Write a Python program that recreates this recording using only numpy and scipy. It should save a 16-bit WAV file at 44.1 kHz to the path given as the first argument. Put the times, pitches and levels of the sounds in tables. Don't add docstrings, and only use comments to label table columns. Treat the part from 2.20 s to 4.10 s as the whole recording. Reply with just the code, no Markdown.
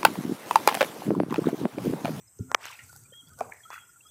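import sys
import numpy as np
from scipy import signal
from scipy.fft import rfft, irfft
from scipy.io import wavfile
from scipy.ndimage import uniform_filter1d, map_coordinates

SR = 44100
rng = np.random.default_rng(int(sys.argv[2]) if len(sys.argv) > 2 else 0)


def put_to_file(sound):
    columns = np.atleast_2d(sound).T
    safe = np.clip(columns, -1, 1)
    whole_steps = np.round(safe * 32767)
    wavfile.write(sys.argv[1], SR, whole_steps.astype(np.int16))


def to_linear_factor(level_db):
    exponent = np.asarray(level_db, float) / 20
    return 10 ** exponent


N = 83790


def unit(x):
    return x / np.sqrt(np.mean(x ** 2) + 1e-20)


def along(points, hz):
    f, db = np.transpose(points)
    return to_linear_factor(np.interp(np.log(hz + 1), np.log(f + 1), db))


def level(rows):
    return np.interp(np.arange(N) / SR, *np.transpose(rows))


def wobble(rate_hz):
    knots = rng.standard_normal(int(N * rate_hz / SR) + 4)
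    return map_coordinates(knots, [np.arange(N) * rate_hz / SR])


def noise(gain, patchy_db):
    z = signal.stft(rng.standard_normal(N + 512), nperseg=512)[2]
    patches = uniform_filter1d(rng.standard_normal(z.shape), size=5, axis=0)
    patches = uniform_filter1d(patches, size=10, axis=1)
    x = signal.istft(z * to_linear_factor(patchy_db * unit(patches)), nperseg=512)[1][:N]
    return unit(irfft(rfft(x) * gain(np.fft.rfftfreq(N, 1 / SR)), N))


def band(hz, wide_hz):
    return lambda f: 1 / (1 + ((f - hz) / wide_hz) ** 2) ** 1.4


def add(out, s, x):
    i = round(s * SR)
    out[i:i + len(x)] += x[:len(out) - i]


def highpass(x, hz):
    return signal.sosfilt(signal.butter(3, hz, "high", fs=SR, output="sos"), x)


def insects():
    level_db = -62 + .8 * wobble(3) + 1.5 * wobble(90)
    return to_linear_factor(level_db) * noise(band(hz=7985, wide_hz=800), patchy_db=.5)


# f/Hz, level/dB
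AIR_COLOUR = [(250, -12), (1460, -15), (3700, -25), (5300, -32.5), (5900, -10), (10700, -38),
              (13300, -10.5), (16000, -28.5)]


def air():
    return to_linear_factor(-68 + 0.49 * wobble(11.0)) * noise(lambda f: along(AIR_COLOUR, f), patchy_db=3.5)


# t/s, level/dB
WIND_LEVEL = [(0, -60), (.12, -72.5), (.2, -60.5), (.3, -51), (.4, -63), (.55, -69.5), (.62, -64.5),
              (.68, -59), (.86, -58.5), (.96, -66.5), (1.04, -68), (1.14, -54), (1.2, -61.5), (1.27, -57.5),
              (1.4, -68.5), (1.5, -67.5), (1.65, -72), (1.9, -72)]
# f/Hz, level/dB
WIND_COLOUR = [(25, -26), (110, 2), (185, -12.5), (440, -23.5), (700, -60)]


def wind():
    rumble = noise(lambda f: along(WIND_COLOUR, f), patchy_db=0)
    power = uniform_filter1d(rumble ** 2, size=SR // 20)
    rumble = rumble / np.sqrt(np.abs(power) + .1)
    return to_linear_factor(level(WIND_LEVEL) + 2.5 * wobble(30)) * rumble


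# t/s, level/dB
FROG_LEVEL = [(0, -106), (.2, -70.5), (.5, -70), (.75, -67), (.95, -70.5), (1.05, -71.5), (1.4, -79),
              (1.56, -50), (1.66, -68), (1.76, -67), (1.8, -88.5), (1.9, -67.5)]


def frog():
    return to_linear_factor(level(FROG_LEVEL) + 4 * wobble(35)) * noise(band(hz=1400, wide_hz=80), patchy_db=0)


# t/s, length/s, rms level/dB, f/Hz
CRICKET_CHIRPS = [(.008, 0.013, -65.5, 5910), (0.071, .02, -61.5, 5160), (0.032, 0.49, -76.5, 5150),
                  (0.587, 0.34, -75.5, 4580), (.93, .02, -78, 5050), (.955, 0.044, -87, 5200),
                  (1.034, 0.11, -72.5, 4590), (1.063, 0.023, -72.5, 5220), (1.337, 0.088, -73, 5150),
                  (1.43, 0.027, -76, 4120), (1.5, 0.087, -71, 4120), (1.538, .035, -68.5, 4780),
                  (1.594, 0.16, -75.5, 5160), (1.84, 0.048, -65, 5080)]


def crickets():
    out, wide_hz, pulse_db = np.zeros(N), 80, 4
    for s, life_s, db, hz in CRICKET_CHIRPS:
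        n = int(life_s * SR)
        tone = noise(lambda f: 1 / (1 + ((f - hz) / wide_hz) ** 4), patchy_db=0)
        chirp = to_linear_factor(pulse_db * wobble(45)) * tone
        add(out, s, to_linear_factor(db) * np.sqrt(np.hanning(n)) * unit(chirp[:n]))
    return out


# t/s, peak level/dB, ring f/Hz, t60/s, crack level/dB
MUD_SNAPS = [(.189, -47.5, 6320, 0.014, -2), (.3164, -19, 1030, 0.0048, -8.5),
             (.3462, -11, 2212, 0.0075, -15), (.3469, -10, 3158, 0.0028, -10),
             (.3482, -5.5, 1218, 0.0046, -14), (.455, -26.5, 1510, 0.0026, 2),
             (.694, -45, 1400, 0.00086, 4), (.7295, -47, 880, 0.0073, -10), (1.196, -49, 5650, 0.016, 10.5),
             (1.2075, -28.5, 1128, 0.018, -1.5), (1.504, -33.5, 990, 0.011, -5.5),
             (1.531, -35.5, 1280, 0.011, -23), (.938, -46.5, 1800, 0.0013, -24),
             (1.296, -44, 800, 0.017, -21), (1.189, -47.5, 660, 0.027, -35), (.3166, -38, 1930, .008, -30),
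             (.3163, -34, 3994, .002, 0), (.3466, -17.5, 5940, 0.0044, -29), (.35, -25, 1187, 0.013, -29),
             (.415, -47, 1020, 0.0055, -20), (.485, -37.5, 1600, .005, -20),
             (1.253, -64, 644, 0.012, -28.5), (1.371, -55, 2280, 0.0075, -19)]
# f/Hz, level/dB
CRACK_COLOUR = [(2000, -36), (3200, -28), (3900, -2), (6000, 12), (9500, -11.5), (13500, -4), (16000, -18)]


def snaps():
    n = 1500
    out, t = np.zeros(N), np.arange(n) / SR
    bright = noise(lambda f: along(CRACK_COLOUR, f), patchy_db=0.5)
    for k, (s, db, hz, t60, crack_db) in enumerate(MUD_SNAPS):
        onset = 1 - np.exp(-t * hz * 9)
        ring = -np.sin(2 * np.pi * hz * t) * to_linear_factor(-60 * t / t60) * onset
        crack_t60 = 0.099 * t60 + 0.0016
        crack = to_linear_factor(crack_db - 60 * t / crack_t60) * bright[k * n:][:n]
        add(out, s, to_linear_factor(db) * (2 * ring + crack))
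    return highpass(out, 302)


# t/s, peak level/dB, f/Hz, t60/s
THUD_MODES = [(0.192, -27, 403, 0.041), (0.197, -18.5, 105.6, 0.085), (0.196, -29.5, 179.5, 0.12),
              (0.204, -25, 241, 0.068), (0.241, -44.5, 258.6, 0.35), (1.205, -42.5, 248.3, 0.15),
              (1.205, -28, 450, 0.07), (.347, -44.5, 460, .04), (0.63, -44, 99, 0.092),
              (1.03, -50.5, 262, 0.08), (.222, -48, 420, 0.14), (0.22, -49.5, 350, .15),
              (1.07, -45.5, 155, .12)]


def thud():
    out, t, rise_s = np.zeros(N), np.arange(SR // 4) / SR, 0.0048
    for s, db, hz, t60 in THUD_MODES:
        env = to_linear_factor(db - 60 * t / t60) * (1 - np.exp(-t / rise_s))
        add(out, s, env * -np.sin(2 * np.pi * hz * t))
    return out


# t/s, level/dB
FOOT_SPRAY_LEVEL = [(0, -126), (.19, -66.5), (.37, -71), (.46, -56), (.6, -61), (.76, -59), (.9, -69),
                    (1.17, -67), (1.2, -57.5), (1.3, -65.5), (1.49, -64.5), (1.54, -56), (1.66, -71.5),
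                    (1.9, -65.5)]
# f/Hz, level/dB
FINE_COLOUR = [(300, -35), (900, -7), (3000, -22), (5300, -23.5), (5900, 0), (10000, -6), (15300, -6.5),
               (16000, -28.5)]
# f/Hz, level/dB
COARSE_COLOUR = [(2200, -33), (3500, -6.5), (5000, 4), (6500, -18)]


def spray():
    fine = noise(lambda f: along(FINE_COLOUR, f), patchy_db=1.5)
    coarse = noise(lambda f: along(COARSE_COLOUR, f), patchy_db=2.5)
    fine_db = level(FOOT_SPRAY_LEVEL)
    coarse_db = -62 + 2.2 * (fine_db + 56.5) + 3.5 * wobble(120)
    return to_linear_factor(fine_db + 2.4 * wobble(150)) * fine + to_linear_factor(coarse_db) * coarse


# peak t/s, rise/s, t60/s, rms level/dB, centre f/Hz, log pitch spread
SLOSH_SWARMS = [(.32, 0.015, 0.9, -50.5, 894, 0.37), (.4, 0.086, 0.31, -53.5, 940, 0.46),
                (.46, 0.044, 0.44, -42.5, 2185, 0.47), (.53, 0.018, 0.21, -50, 2410, 0.065),
                (.595, 0.0091, 0.22, -49.5, 2220, 0.091), (1.221, 0.017, 0.29, -59.5, 2330, 0.044),
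                (1.22, 0.026, 0.45, -43.5, 749, 0.33), (1.323, 0.0081, 0.4, -52.5, 1940, 0.082),
                (1.516, 0.013, 0.34, -48, 1256, 0.21), (1.523, 0.011, 0.38, -52, 2520, 0.037),
                (1.53, 0.006, 0.36, -53.5, 1890, 0.026)]


def sloshes():
    out, count, grain_n = np.zeros(N), 2000, 500
    t = np.arange(grain_n) / SR
    span_n, lead_s, cycles, size_db = int(.5 * SR), .12, 7, 3.3
    for s, rise_s, t60, db, centre_hz, spread in SLOSH_SWARMS:
        r, e = rng.standard_normal((count, 2)), rng.random((count, 2))
        hz = np.clip(centre_hz * np.exp(spread * np.clip(r[:, :1], -2, 2)), 200, 7000)
        u = t * hz / (cycles * np.exp(.3 * r[:, 1:]))
        size = to_linear_factor(-size_db * np.log(e[:, 1:] + 0.021)) * np.sqrt(hz)
        grain = size * u * np.exp(-4 * u) * np.sin(2 * np.pi * hz * t * (1 + .03 * u))
        at = (e[:, :1] * span_n).astype(int) + np.arange(grain_n)
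        swarm = unit(np.bincount(at.ravel(), grain.ravel(), span_n + grain_n))
        from_peak_s = np.arange(len(swarm)) / SR - lead_s
        env = np.where(from_peak_s < 0, np.exp(-(from_peak_s / rise_s) ** 2), to_linear_factor(-60 * from_peak_s / t60))
        add(out, s - lead_s, to_linear_factor(db) * env * swarm)
    return out


# t/s, peak level/dB, f/Hz, length/s
BUBBLE_PLOPS = [(0.291, -47.5, 1400, 0.032), (0.502, -43, 1010, 0.0075), (.589, -42, 1870, 0.0076),
                (0.594, -51, 1400, 0.02), (.693, -48.5, 1448, 0.014), (.755, -52, 1456, 0.011),
                (.756, -54.5, 800, 0.0094), (0.851, -58, 2390, 0.014), (.921, -48, 515, 0.0082),
                (0.931, -55, 1822, .012), (1.099, -57.5, 1495, 0.017), (1.112, -57.5, 1264, 0.029),
                (1.131, -57.5, 1480, 0.015), (1.184, -47, 1472, 0.026), (1.2095, -18, 710, 0.0058),
                (1.206, -38.5, 2360, 0.0056), (1.2175, -31.5, 740, 0.0035), (1.321, -33.5, 2237, 0.0035),
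                (1.3214, -34, 1760, 0.004), (1.404, -49.5, 1800, 0.0062), (1.451, -44.5, 1312, 0.018),
                (1.54, -35.5, 1280, 0.0039), (1.542, -41, 2560, 0.0041), (1.559, -40, 1466, 0.0058),
                (1.578, -35.5, 1400, 0.0047), (1.69, -52, 1400, 0.014), (1.806, -51, 2705, 0.0074),
                (1.849, -54.5, 1272, 0.023), (.51, -51, 3580, .005), (.525, -44.5, 2490, .006),
                (.538, -52, 3610, .006), (.534, -53, 850, .01), (.551, -44.5, 2560, 0.0064),
                (.593, -47, 2815, 0.0063), (.605, -47, 2080, .006), (.62, -53, 1920, .008),
                (.9, -67.5, 3430, 0.011), (1.07, -55.5, 3390, 0.0098), (1.433, -52.5, 3300, 0.0094),
                (1.553, -41.5, 1975, .006), (1.578, -45.5, 2010, .006), (1.586, -50, 2550, 0.0061),
                (1.632, -50, 1400, 0.0083), (1.655, -64, 3350, 0.0082)]


def plops():
    out, rise, peak = np.zeros(N), .02, .5
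    for s, db, hz, life_s in BUBBLE_PLOPS:
        u = np.arange(int(3.2 * life_s * SR)) / SR / life_s / peak
        phase = 2 * np.pi * np.cumsum(hz * (1 + rise * (u * peak - .5))) / SR
        add(out, s, to_linear_factor(db) * u * np.exp(.5 - .5 * u * u) * np.sin(phase))
    return out


# t/s, peak level/dB
LEAF_TICKS = [(0.4254, -49), (0.5811, -41.5), (0.6392, -39.5), (0.695, -46), (0.7282, -35.5),
              (0.7625, -29.5), (0.8373, -40), (0.9162, -46), (0.9377, -47), (1.0854, -43), (1.0928, -40),
              (1.1352, -40), (1.1894, -32.5), (1.2991, -42.5), (1.3354, -39)]
# f/Hz, level/dB
TICK_COLOUR = [(3000, -37.5), (4300, -4.5), (7000, 7.5), (13000, -0.5), (16000, -12.5)]


def ticks():
    n, t60, rms_under_peak_db = 800, .006, -7
    out, t = np.zeros(N), np.arange(n) / SR
    bright = noise(lambda f: along(TICK_COLOUR, f), patchy_db=0)
    for k, (s, db) in enumerate(LEAF_TICKS):
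        add(out, s, to_linear_factor(db + rms_under_peak_db - 60 * t / t60) * bright[k * n:][:n])
    return out


# t/s, length/s, rms level/dB, top f/Hz, share of length before the turn, blur 0-1
BIRD_WHISTLES = [
    (.92, 0.1, -44.5, 3321, 0.74, 0.15),
    (1.431, 0.038, -51, 3333, 0.23, 0.77),
    (1.5, 0.15, -51.5, 3430, 0.22, 0.25),
    (1.82, 0.11, -53, 3427, 1, 0.46),
]


def bird():
    out, t = np.zeros(N), np.arange(SR // 3) / SR
    climb_hz, drop_hz, echo_db, echo_t60 = 198, 200, -13.5, 0.33
    for s, life_s, db, top_hz, turn, blur in BIRD_WHISTLES:
        u = np.arange(int(life_s * SR)) / SR / life_s
        below_hz = np.interp(u, [0, np.clip(turn, .02, .98), 1], [climb_hz * turn, 0, drop_hz])
        pitch_hz = top_hz - below_hz + blur * 60 * wobble(200)[:len(u)]
        env = np.interp(u, [0, .08, .35, .86, 1], [0, 1 - 0.46 * turn, .7, 0.44 + 1.0 * turn, 0])
        env = env * (1 + blur * wobble(121)[:len(u)])
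        add(out, s, to_linear_factor(db - 3.5) * env * np.sin(2 * np.pi * np.cumsum(pitch_hz) / SR))
    tail = rng.standard_normal(len(t)) * to_linear_factor(-60 * t / echo_t60) * (t > .03)
    echo = signal.fftconvolve(out, tail / np.linalg.norm(tail))[:N]
    return out + to_linear_factor(echo_db) * echo


def scene():
    ambience = insects() + air() + wind() + frog() + crickets()
    step = snaps() + thud() + spray() + sloshes() + plops()
    return (ambience + step + ticks() + bird())[None]


def band_limit(x):
    return signal.sosfilt(signal.butter(12, 16460, fs=SR, output="sos"), x)


def record(dry):
    duck_db, recovery_s, top_hz, low_hz = 10, .03, 15700, 62
    over = np.maximum(np.abs(dry[0]) - .3, 0)
    memory = signal.fftconvolve(over, np.exp(-np.arange(SR // 4) / SR / recovery_s))[:N]
    duck = to_linear_factor(-duck_db * np.roll(memory / (memory.max() + 1e-9), 150))
    lowpass = signal.cheby2(12, 50, top_hz + 300, fs=SR, output="sos")
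    mix = highpass(signal.sosfilt(lowpass, dry * duck), low_hz)
    return band_limit(mix)


dry = scene()
out = record(dry)
put_to_file(out)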